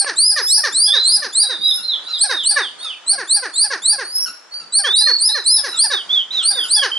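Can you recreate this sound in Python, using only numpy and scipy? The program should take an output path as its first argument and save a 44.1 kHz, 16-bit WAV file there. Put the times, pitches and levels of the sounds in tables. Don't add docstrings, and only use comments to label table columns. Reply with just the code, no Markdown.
import sys
import numpy as np
from scipy import signal
from scipy.fft import rfft, irfft, next_fast_len
from scipy.io import wavfile
from scipy.ndimage import uniform_filter1d, minimum_filter1d, map_coordinates

SR = 44100
rng = np.random.default_rng(int(sys.argv[2]) if len(sys.argv) > 2 else 0)


def int16_out(signal):
    q = np.round(np.clip(np.atleast_2d(signal).T, -1, 1) * 32767)
    wavfile.write(sys.argv[1], SR, q.astype(np.int16))


N = 307818

# (crest time [s], rise [s], start [Hz], crest [Hz],
# sweep bow [+ arches, - sags], level [dB], hoot pitch [Hz], hoot level [dB])
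SQUEAKS = [ (.002, 0.055, 3680, 4510, -0.11, -11, 813, -26.5),
           (0.304, 0.15, 3455, 5050, 1.12, -12, 822, -32.5),
           (.565, 0.097, 3334, 5045, -0.13, -10, 854, -25.5),
           (0.866, 0.15, 3310, 5047, 0.6, -13, 835, -30.5),
           (1.156, 0.13, 3240, 5090, 0.75, -15, 832, -33.5), (1.421, 0.1, 3280, 4900, 0.12, -12, 837, -30),
           (2.229, 0.047, 3730, 4570, -0.83, -11.5, 827, -23.5),
           (2.496, .066, 3440, 4745, 0.0015, -9.5, 838, -26.5),
           (3.118, 0.058, 3806, 4660, -0.084, -13.5, 818, -27.5),
           (3.354, 0.084, 3350, 4743, .05, -12, 841, -26), (3.632, 0.1, 3390, 4826, -0.11, -13.5, 866, -25),
           (3.916, .1, 3350, 4825, 0.052, -13, 848, -25.5),
           (4.779, 0.059, 3870, 4670, -0.065, -11, 830, -27),
           (4.998, 0.065, 3560, 5010, 0.028, -10, 887, -24),
           (5.279, 0.099, 3490, 5155, 0.74, -16.5, 900, -28),
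           (5.566, 0.13, 3460, 5160, 1.17, -14.5, 870, -30.5),
           (5.828, 0.069, 3555, 4883, -0.16, -9.5, 882, -21),
           (6.495, 0.072, 3990, 4880, -0.51, -12, 810, -28),
           (6.755, .078, 3330, 5040, 0.31, -11.5, 856, -22.5)]
# (frequency [Hz], gain [dB])
WHISTLE_THROAT = [(3300, -13.5), (3750, -15), (4200, -4.5), (4550, -5.5), (4950, 2.5), (5300, 4.5),
                  (6800, -18), (7500, -12), (8300, -4), (8900, -0.5), (9800, -4.5), (10400, 0.5)]
# (frequency [Hz], gain [dB])
HOOT_THROAT = [(600, 4.5), (850, -8), (1700, -6), (2500, -20), (3400, -24), (5000, -2), (6000, -11),
               (6800, -47)]
ONSET_S, ONSET_DB = 0.036, -13.5
BREAK_S, BREAK_HZ, BREAK_DB = 0.041, 4063, -28

# (time [s], starting pitch [Hz], mouth level [dB], rasp level [dB])
GRUNTS = [(0.057, 577, -23.5, -31.5), (.357, 609, -21, -24.5), (.63, 614, -21, -26.5),
          (0.926, 613, -25, -29.5), (1.216, 597, -27, -31.5), (1.486, 529, -30.5, -39),
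          (2.288, 548, -21, -31.5), (2.556, 590, -16, -30), (3.174, 551, -25.5, -38),
          (3.419, 523, -26, -39), (3.699, 557, -23, -31.5), (3.978, 547.6, -26.5, -38),
          (4.833, 604, -21.5, -31), (5.06, 616, -23.5, -32), (5.34, 627, -25.5, -34),
          (5.631, 570, -28, -33), (5.896, 578, -23.5, -30), (6.552, 544, -34, -46),
          (6.816, 573, -20.5, -28)]
# (time from start [s], share of starting pitch [1])
GRUNT_FALL = [(0, 1.01), (.016, .985), (.032, .885), (.048, .745), (.068, .6), (.1, .48)]
# (frequency [Hz], gain [dB])
CHEST_THROAT = [(150, -9.5), (330, -6), (520, 0.5), (680, -9.5), (900, -35.5), (1500, -86)]
MOUTH_THROAT = [(500, -50), (800, -12.5), (1150, -11), (1400, -8), (1620, -1.5), (1800, 1), (2050, -14),
                (2400, -17), (3000, -26), (4500, -72.5)]
RASP_THROAT = [(1500, -61), (2800, -15.5), (3700, -5), (4500, 3.5), (5200, -3), (5900, -1), (6500, -11.5),
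               (7200, -23), (10000, -33)]
CHEST_DB, CHEST_DB_PER_MOUTH_DB = -25.7, 0.47
MOUTH_SCATTER = 0.014

# (time [s], length [s], time to turning pitch [s], start [Hz], turning pitch [Hz],
# end [Hz], level [dB], attack [s], caller [0 or 1])
PEEPS = [ (0.853, 0.28, .32, 3230, 4350, 4330, -14, 0.037, 0),
         (1.407, .17, 0.034, 4070, 3947, 3623, -19.5, 0.025, 0),
         (1.607, 0.14, 0.041, 3605, 3902, 3464, -13.5, 0.055, 0),
         (1.829, 0.14, 0.013, 3890, 4240, 3026, -17, 0.073, 0),
         (2.06, 0.13, 0.044, 3750, 4120, 3116, -18, 0.081, 0),
         (2.278, .18, 0.085, 3990, 3760, 2720, -21.5, 0.044, 0),
         (2.547, 0.15, .046, 3800, 3763, 2795, -26, 0.054, 0),
         (2.794, 0.16, 0.039, 3030, 3784, 2280, -27, .04, 0),
         (4.836, 0.36, 0.32, 3095, 4384, 4370, -13, 0.092, 1),
         (5.282, 0.13, 0.08, 3600, 4264, 3750, -19.5, 0.016, 1),
         (5.45, .16, 0.068, 4050, 4200, 3250, -23.5, .02, 1),
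         (5.68, 0.14, 0.012, 4090, 4000, 3100, -22.5, 0.15, 1),
         (5.903, .12, .025, 3770, 3780, 2800, -20.5, 0.022, 1),
         (6.088, 0.14, .048, 3170, 3570, 2864, -14.5, .024, 1),
         (6.302, 0.14, 0.026, 3420, 4013, 2764, -17, 0.077, 1),
         (6.52, 0.14, 0.026, 3452, 3707, 2790, -17, 0.087, 1),
         (6.756, 0.093, 0.014, 3560, 3440, 2896, -16, 0.036, 1),
         (6.912, 0.13, 0.02, 2992, 3154, 3020, -18, 0.0081, 1)]
PEEP_RISE_POWER, PEEP_FALL_POWER = 1.7, 1.6
PEEP_ONSET_DB, PEEP_RELEASE_S, PEEP_RELEASE_DB = -12.5, 0.041, -11.5
QUAVER, QUAVER_KNOTS_PER_S = 0.00613, 49

# (time [s], length [s], start [Hz], top [Hz], level [dB], octave level [dB])
FAR_SQUEALS = [(0.401, 0.27, 4976, 5567, -21, -28.5), (1.583, .27, 4520, 5260, -29.5, -34.5),
               (2.014, 0.47, 4470, 5130, -39.5, -45.5), (2.781, 0.1, 4090, 4600, -38.5, -41),
               (3.514, .13, 4200, 4530, -33, -38), (4.026, .12, 4150, 4710, -35.5, -38.5),
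               (4.112, .18, 4858, 5565, -23, -28.5), (4.506, 0.131, 4330, 4680, -31.5, -48.5),
               (5.651, 0.1, 4530, 4900, -54, -36.5), (6.544, 0.16, 4790, 4930, -35.5, -35.5)]
FAR_RISE, FAR_FALL = 0.39, 0.17

# (time [s], pitch [Hz], level [dB])
YELPS = [(1.773, 1518, -47), (2.078, 1448, -44), (2.838, 1378, -44), (4.252, 1540, -39), (4.595, 1437, -52),
         (5.725, 1436, -42.5), (6.409, 1417, -43.5), (6.63, 1530, -42)]
# (frequency [Hz], gain [dB])
YELP_THROAT = [(1400, 2.0), (2800, -5), (5500, -3.5), (7500, -12)]
YELP_S = 0.066

# (time [s], level [dB])
TWIGS = [(0.046, -14.5), (0.193, -23.5)]
# (frequency [Hz], gain [dB])
WOOD = [(50, -51), (200, -16), (400, 15), (2500, 8.5), (5000, -34), (11000, -31)]
# (time [s], length [s], level [dB])
RUSTLES = [(6.074, 0.15, -41), (6.3, 0.13, -38)]
# (frequency [Hz], relative density [dB per Hz])
LEAVES = [(60, -58), (300, -12), (1500, -3.5), (4500, -2), (6500, -3.5), (8000, -14.5), (11000, -19.5)]

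# (time [s], level [dB])
BUMPS = [(0.709, -45), (1.24, -48), (1.58, -42.5), (1.78, -52), (4.27, -50), (5.649, -55.5), (6.2, -68)]
# (frequency [Hz], relative density [dB per Hz])
THUD = [(30, -47), (90, -17), (160, -5.0), (260, 0.5), (500, -14), (2000, -75)]

# (frequency [Hz], relative density [dB per Hz])
AIR = [(25, -55), (70, -29), (160, -7), (300, -3), (600, 0), (1400, 3.5), (2500, -5), (5000, -10),
       (7000, -11), (11000, -28)]
# (time [s], level [dB])
AIR_LEVEL = [(0, -45), (1, -44.5), (2.6, -42.5), (4.4, -47), (5.7, -44), (6.98, -40.5)]
# (frequency [Hz], gain [dB])
AIR_SIDE = [(130, -4), (300, 3), (1500, -8), (6000, 0.5)]
BASS_DB, BASS_SWING_DB = -2.5, 6

# (frequency [Hz], t60 [s])
GROVE = [(200, 0.4), (1500, 0.41), (4500, 0.55), (10000, 0.36)]
# (frequency [Hz], gain [dB])
SCATTER = [(1500, 2.5), (3500, -0.5), (5200, 3), (7600, -3), (9000, 3.5), (10500, 2)]

# (frequency [Hz], phase [rad])
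PORT_PHASE = [(5500, 0), (8500, 0.89), (11000, 0.75)]
# (frequency [Hz], gain [dB])
LOW_CUT = [(20, -6), (60, 1), (130, 0)]
# (frequency [Hz], gain [dB])
BAND_EDGE = [(10000, 0), (10600, 6.5), (11300, -9)]
TOP_HZ = 11450
CEILING_DB, HOLD_S = -9.5, 0.015
LEFT_RIGHT = np.array([[1], [-1]])


def amp(db):
    return 10 ** (np.asarray(db) / 20)


def unit(x):
    return x / np.sqrt(np.mean(x ** 2) + 1e-20)


def along(points, hz):
    f, v = np.transpose(points)
    return np.interp(np.log(hz + 1), np.log(f + 1), v)


def clock(length_s):
    return np.arange(max(int(length_s * SR), 8)) / SR


def ramp(t, length):
    return np.clip(t / length, 0, 1)


def wobble(t, knots_per_s):
    return map_coordinates(rng.standard_normal(1024), [t * knots_per_s], mode="wrap")


def swell(t, start, rise, end, fall):
    return np.sin(np.pi / 2 * ramp(t - start, rise) * ramp(end - t, fall)) ** 2


def cycles(hz):
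    return 2 * np.pi * np.cumsum(hz) / SR


def add(track, time_s, sound):
    i = round(time_s * SR) + np.arange(len(sound))
    inside = (i >= 0) & (i < N)
    track[i[inside]] += sound[inside]


def filtered(x, response):
    m = next_fast_len(N + SR // 2)
    return irfft(rfft(x, m) * response(np.fft.rfftfreq(m, 1 / SR)), m)[..., :N]


def noise(spectrum):
    return unit(filtered(rng.standard_normal(N), lambda hz: amp(along(spectrum, hz))))


def voiced(pitch, throat, count=26):
    k = np.arange(1, count + 1)[:, None]
    lag = rng.uniform(0, 2 * np.pi, (count, 1)) * np.minimum(k / 12, 0.75)
    gain = amp(along(throat, k * pitch)) * (k * pitch < TOP_HZ)
    return np.sqrt(2) * np.sum(gain * np.cos(k * cycles(pitch) + lag), axis=0)


def whistle(t, pitch, jitter, flutter_db):
    phase = cycles(pitch * (1 + jitter * (wobble(t, 89.7) + 1.15 * wobble(t, 445.3))))
    gate = swell(t, 0, 0.008, t[-1], 0.008)
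    return phase, np.sqrt(2) * gate * amp(flutter_db * wobble(t, 133.1))


def hoot_arch(t, hoot_hz):
    return hoot_hz * (1 - 0.12 * np.clip((t - 0.021) / 0.02355, -1.3, 1.6) ** 2)


def squeaks():
    out = np.zeros(N)
    for crest_s, rise_s, start_hz, crest_hz, bow, db, hoot_hz, hoot_db in SQUEAKS:
        t = clock(rise_s + BREAK_S)
        u = t - rise_s
        up, down = ramp(t, rise_s), ramp(u, BREAK_S)
        pitch = start_hz + (crest_hz - start_hz) * (up + bow * up * (1 - up))
        pitch = pitch + (BREAK_HZ - crest_hz) * down ** 0.85
        phase, envelope = whistle(t, pitch, jitter=0.0047, flutter_db=2.13)
        effort = amp(db + ONSET_DB * (1 - ramp(t, ONSET_S)) + BREAK_DB * down ** 2)
        fold_hz = hoot_arch(u, hoot_hz) * (1 + 0.038 * wobble(t, 400))
        folds = swell(u, 0, 0.012, 0.072, 0.02) * np.exp(1j * cycles(fold_hz))
        phase = phase + 0.23 * folds.imag
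        first = amp(along(WHISTLE_THROAT, pitch))
        octave = amp(along(WHISTLE_THROAT, 2 * pitch))
        third = octave * amp(-8) * np.clip((TOP_HZ - 3 * pitch) / 600, 0, 1)
        tone = first * np.sin(phase) + octave * np.sin(2 * phase) + third * np.sin(3 * phase)
        add(out, crest_s - rise_s, envelope * effort * tone * (1 + 0.3 * folds.real))

        v = clock(0.058)
        hoot_pitch = hoot_arch(v, hoot_hz) * (1 + 0.029 * wobble(v, 500))
        hoot_gate = swell(v, 0, 0.022, v[-1], 0.034)
        add(out, crest_s, amp(hoot_db - 2.5) * hoot_gate * voiced(hoot_pitch, HOOT_THROAT, count=8))
    return out


def grunts():
    out, t = np.zeros(N), clock(0.11)
    for time_s, start_hz, mouth_db, rasp_db in GRUNTS:
        pace = 1 + 0.04 * rng.standard_normal()
        fall = np.interp(t * pace, *np.transpose(GRUNT_FALL))
        pitch = start_hz * fall * (1 + 0.0093 * wobble(t, 276))
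        chest_gate = swell(t, 0, 0.009, 0.088, 0.03)
        chest_gain = amp(CHEST_DB + CHEST_DB_PER_MOUTH_DB * mouth_db)
        chest = chest_gain * chest_gate * voiced(pitch, CHEST_THROAT, count=4)
        mouth_gate = swell(t, 0, 0.016, 0.074, 0.026)
        shape = np.array(MOUTH_THROAT) * [1 + MOUTH_SCATTER * rng.standard_normal(), 1]
        mouth = amp(mouth_db + 2 - 100 * t) * mouth_gate * voiced(pitch, shape, count=12)
        rasp_gate = swell(t, 0, 0.024, 0.07, 0.04)
        rasp = amp(rasp_db - 3.0) * rasp_gate * voiced(pitch, RASP_THROAT)
        rasp = rasp * (1 + 0.33 * wobble(t, 1379))
        add(out, time_s, (chest + mouth + rasp) * amp(1.98 * wobble(t, 260)))
    return out


def peeps(caller, octave_db, jitter, flutter_db):
    out = np.zeros(N)
    for time_s, length_s, turn_s, start_hz, turn_hz, end_hz, db, attack_s, who in PEEPS:
        if round(who) != caller:
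            continue
        t = clock(length_s)
        before = 1 - ramp(t, turn_s)
        after = ramp(t - turn_s, abs(length_s - turn_s) + 1 / SR)
        pitch = turn_hz + (start_hz - turn_hz) * before ** PEEP_RISE_POWER
        pitch = pitch + (end_hz - turn_hz) * after ** PEEP_FALL_POWER
        pitch = pitch * (1 + QUAVER * wobble(t, QUAVER_KNOTS_PER_S))
        phase, envelope = whistle(t, pitch, jitter, flutter_db)
        onset_db = PEEP_ONSET_DB * (1 - ramp(t, attack_s))
        release_db = PEEP_RELEASE_DB * (1 - ramp(length_s - t, PEEP_RELEASE_S))
        tone = np.sin(phase) + amp(octave_db) * np.sin(2 * phase)
        add(out, time_s, envelope * amp(db + onset_db + release_db) * tone)
    return out


def far_squeals():
    out = np.zeros(N)
    for time_s, length_s, start_hz, top_hz, db, octave_db in FAR_SQUEALS:
        t = clock(length_s)
        u = ramp(t, length_s)
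        pitch = top_hz + (start_hz - top_hz) * (1 - u) ** 2.1
        phase, envelope = whistle(t, pitch, jitter=0.00643, flutter_db=3)
        effort = np.sqrt(swell(u, 0, FAR_RISE, 0.82, FAR_FALL))
        tone = amp(db) * np.sin(phase) + amp(octave_db + 1.5) * np.sin(2 * phase)
        add(out, time_s, envelope * effort * tone)
    return out


def yelps():
    out, t = np.zeros(N), clock(YELP_S)
    for time_s, hz, db in YELPS:
        pitch = hz * (1 - 2.4 * t + 0.028 * wobble(t, 300))
        gate = swell(t, 0, 0.011, YELP_S, 0.047)
        add(out, time_s, amp(db + 3.5) * gate * voiced(pitch, YELP_THROAT, count=5))
    return out


def foliage():
    ticks, brush = np.zeros(N), np.zeros(N)
    for time_s, db in TWIGS:
        add(ticks, time_s, amp(db - 60 * clock(0.03) / 0.0073))
    for time_s, length_s, db in RUSTLES:
        add(brush, time_s, amp(db) * swell(clock(length_s), 0, 0.043, length_s, 0.044))
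    twigs = filtered(ticks * rng.standard_normal(N), lambda hz: amp(along(WOOD, hz)))
    return twigs + brush * noise(LEAVES)


def bumps():
    level = np.zeros(N)
    for time_s, db in BUMPS:
        add(level, time_s, amp(db) * swell(clock(0.1), 0, 0.016, 0.1, 0.1))
    return level * np.array([noise(THUD), noise(THUD)])


def air():
    t = np.arange(N) / SR
    side = filtered(noise(AIR), lambda hz: amp(along(AIR_SIDE, hz)))
    rush = noise(AIR) + LEFT_RIGHT * side
    bass = filtered(rush, lambda hz: 1 / (1 + (hz / 260) ** 4))
    rush = rush - bass + bass * amp(BASS_DB + BASS_SWING_DB * wobble(t, 11))
    level_db = np.interp(t, *np.transpose(AIR_LEVEL)) - 2 + 1.3 * wobble(t, 9.8)
    return amp(level_db) * rush


def placed(x, lead_ms, left_db, trunks_db, grove_db, count=14):
    gain = amp(LEFT_RIGHT * left_db / 2)
    direct = filtered(x, lambda hz: gain * np.exp(1j * np.pi * hz * LEFT_RIGHT * lead_ms / 1000))

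    trunks = np.zeros((2, SR // 8))
    arrival_s, size = rng.uniform(0.003, 0.05, count), rng.standard_normal(count)
    for port in trunks:
        port_s = arrival_s + rng.uniform(0, 0.00005, count)
        port[(port_s * SR).astype(int)] = size / np.linalg.norm(size)
    early = signal.fftconvolve(direct, trunks, axes=1)[:, :N]

    mid, side = rng.standard_normal((2, SR))
    hz, t, z = signal.stft(mid + 0.72 * LEFT_RIGHT * side, SR, nperseg=256)
    decay = amp(-60 * t / along(GROVE, hz)[:, None]) * ramp(t, 0.0026)
    tail = signal.istft(z * decay, SR, nperseg=256)[1]
    late = signal.fftconvolve(x[None], tail / np.linalg.norm(tail[0]), axes=1)[:, :N]

    echoes = amp(trunks_db) * early + amp(grove_db) * late
    return direct + filtered(echoes, lambda hz: amp(along(SCATTER, hz)))


def limited(x):
    power = uniform_filter1d(np.mean(x ** 2, axis=0), size=200)
    level = np.sqrt(np.abs(power))
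    needed = amp(CEILING_DB) / np.maximum(level, amp(CEILING_DB))
    hold = int(HOLD_S * SR) + 1
    return x * uniform_filter1d(minimum_filter1d(needed, hold), hold)


def scene():
    near = placed(squeaks(), lead_ms=0.0028, left_db=-0.7, trunks_db=-17.5, grove_db=-15.0)
    low = placed(grunts(), lead_ms=0.003, left_db=-0.95, trunks_db=-12, grove_db=-17.0)
    first = peeps(0, octave_db=-49, jitter=0.0082, flutter_db=3.0)
    first = placed(first, lead_ms=-0.022, left_db=-3.0, trunks_db=-7, grove_db=-8.0)
    second = peeps(1, octave_db=-44, jitter=0.0054, flutter_db=3.0)
    second = placed(second, lead_ms=0.047, left_db=-3.5, trunks_db=-7, grove_db=-14.5)
    far = placed(far_squeals(), lead_ms=-0.0596, left_db=-1.0, trunks_db=-18.5, grove_db=-8.0)
    small = placed(yelps() + foliage(), lead_ms=0, left_db=1.0, trunks_db=-11.5, grove_db=-5.0)
    calls = amp(1.5) * near + amp(2.0) * low + amp(-2.0) * first + second + amp(2.5) * far
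    return calls + small + bumps() + air()


def record(dry):
    ports = filtered(dry, lambda hz: np.exp(0.5j * LEFT_RIGHT * along(PORT_PHASE, hz)))
    coloured = filtered(ports, lambda hz: amp(along(BAND_EDGE, hz) + along(LOW_CUT, hz)))
    return filtered(limited(coloured), lambda hz: hz < TOP_HZ)


dry = scene()
out = record(dry)
int16_out(out)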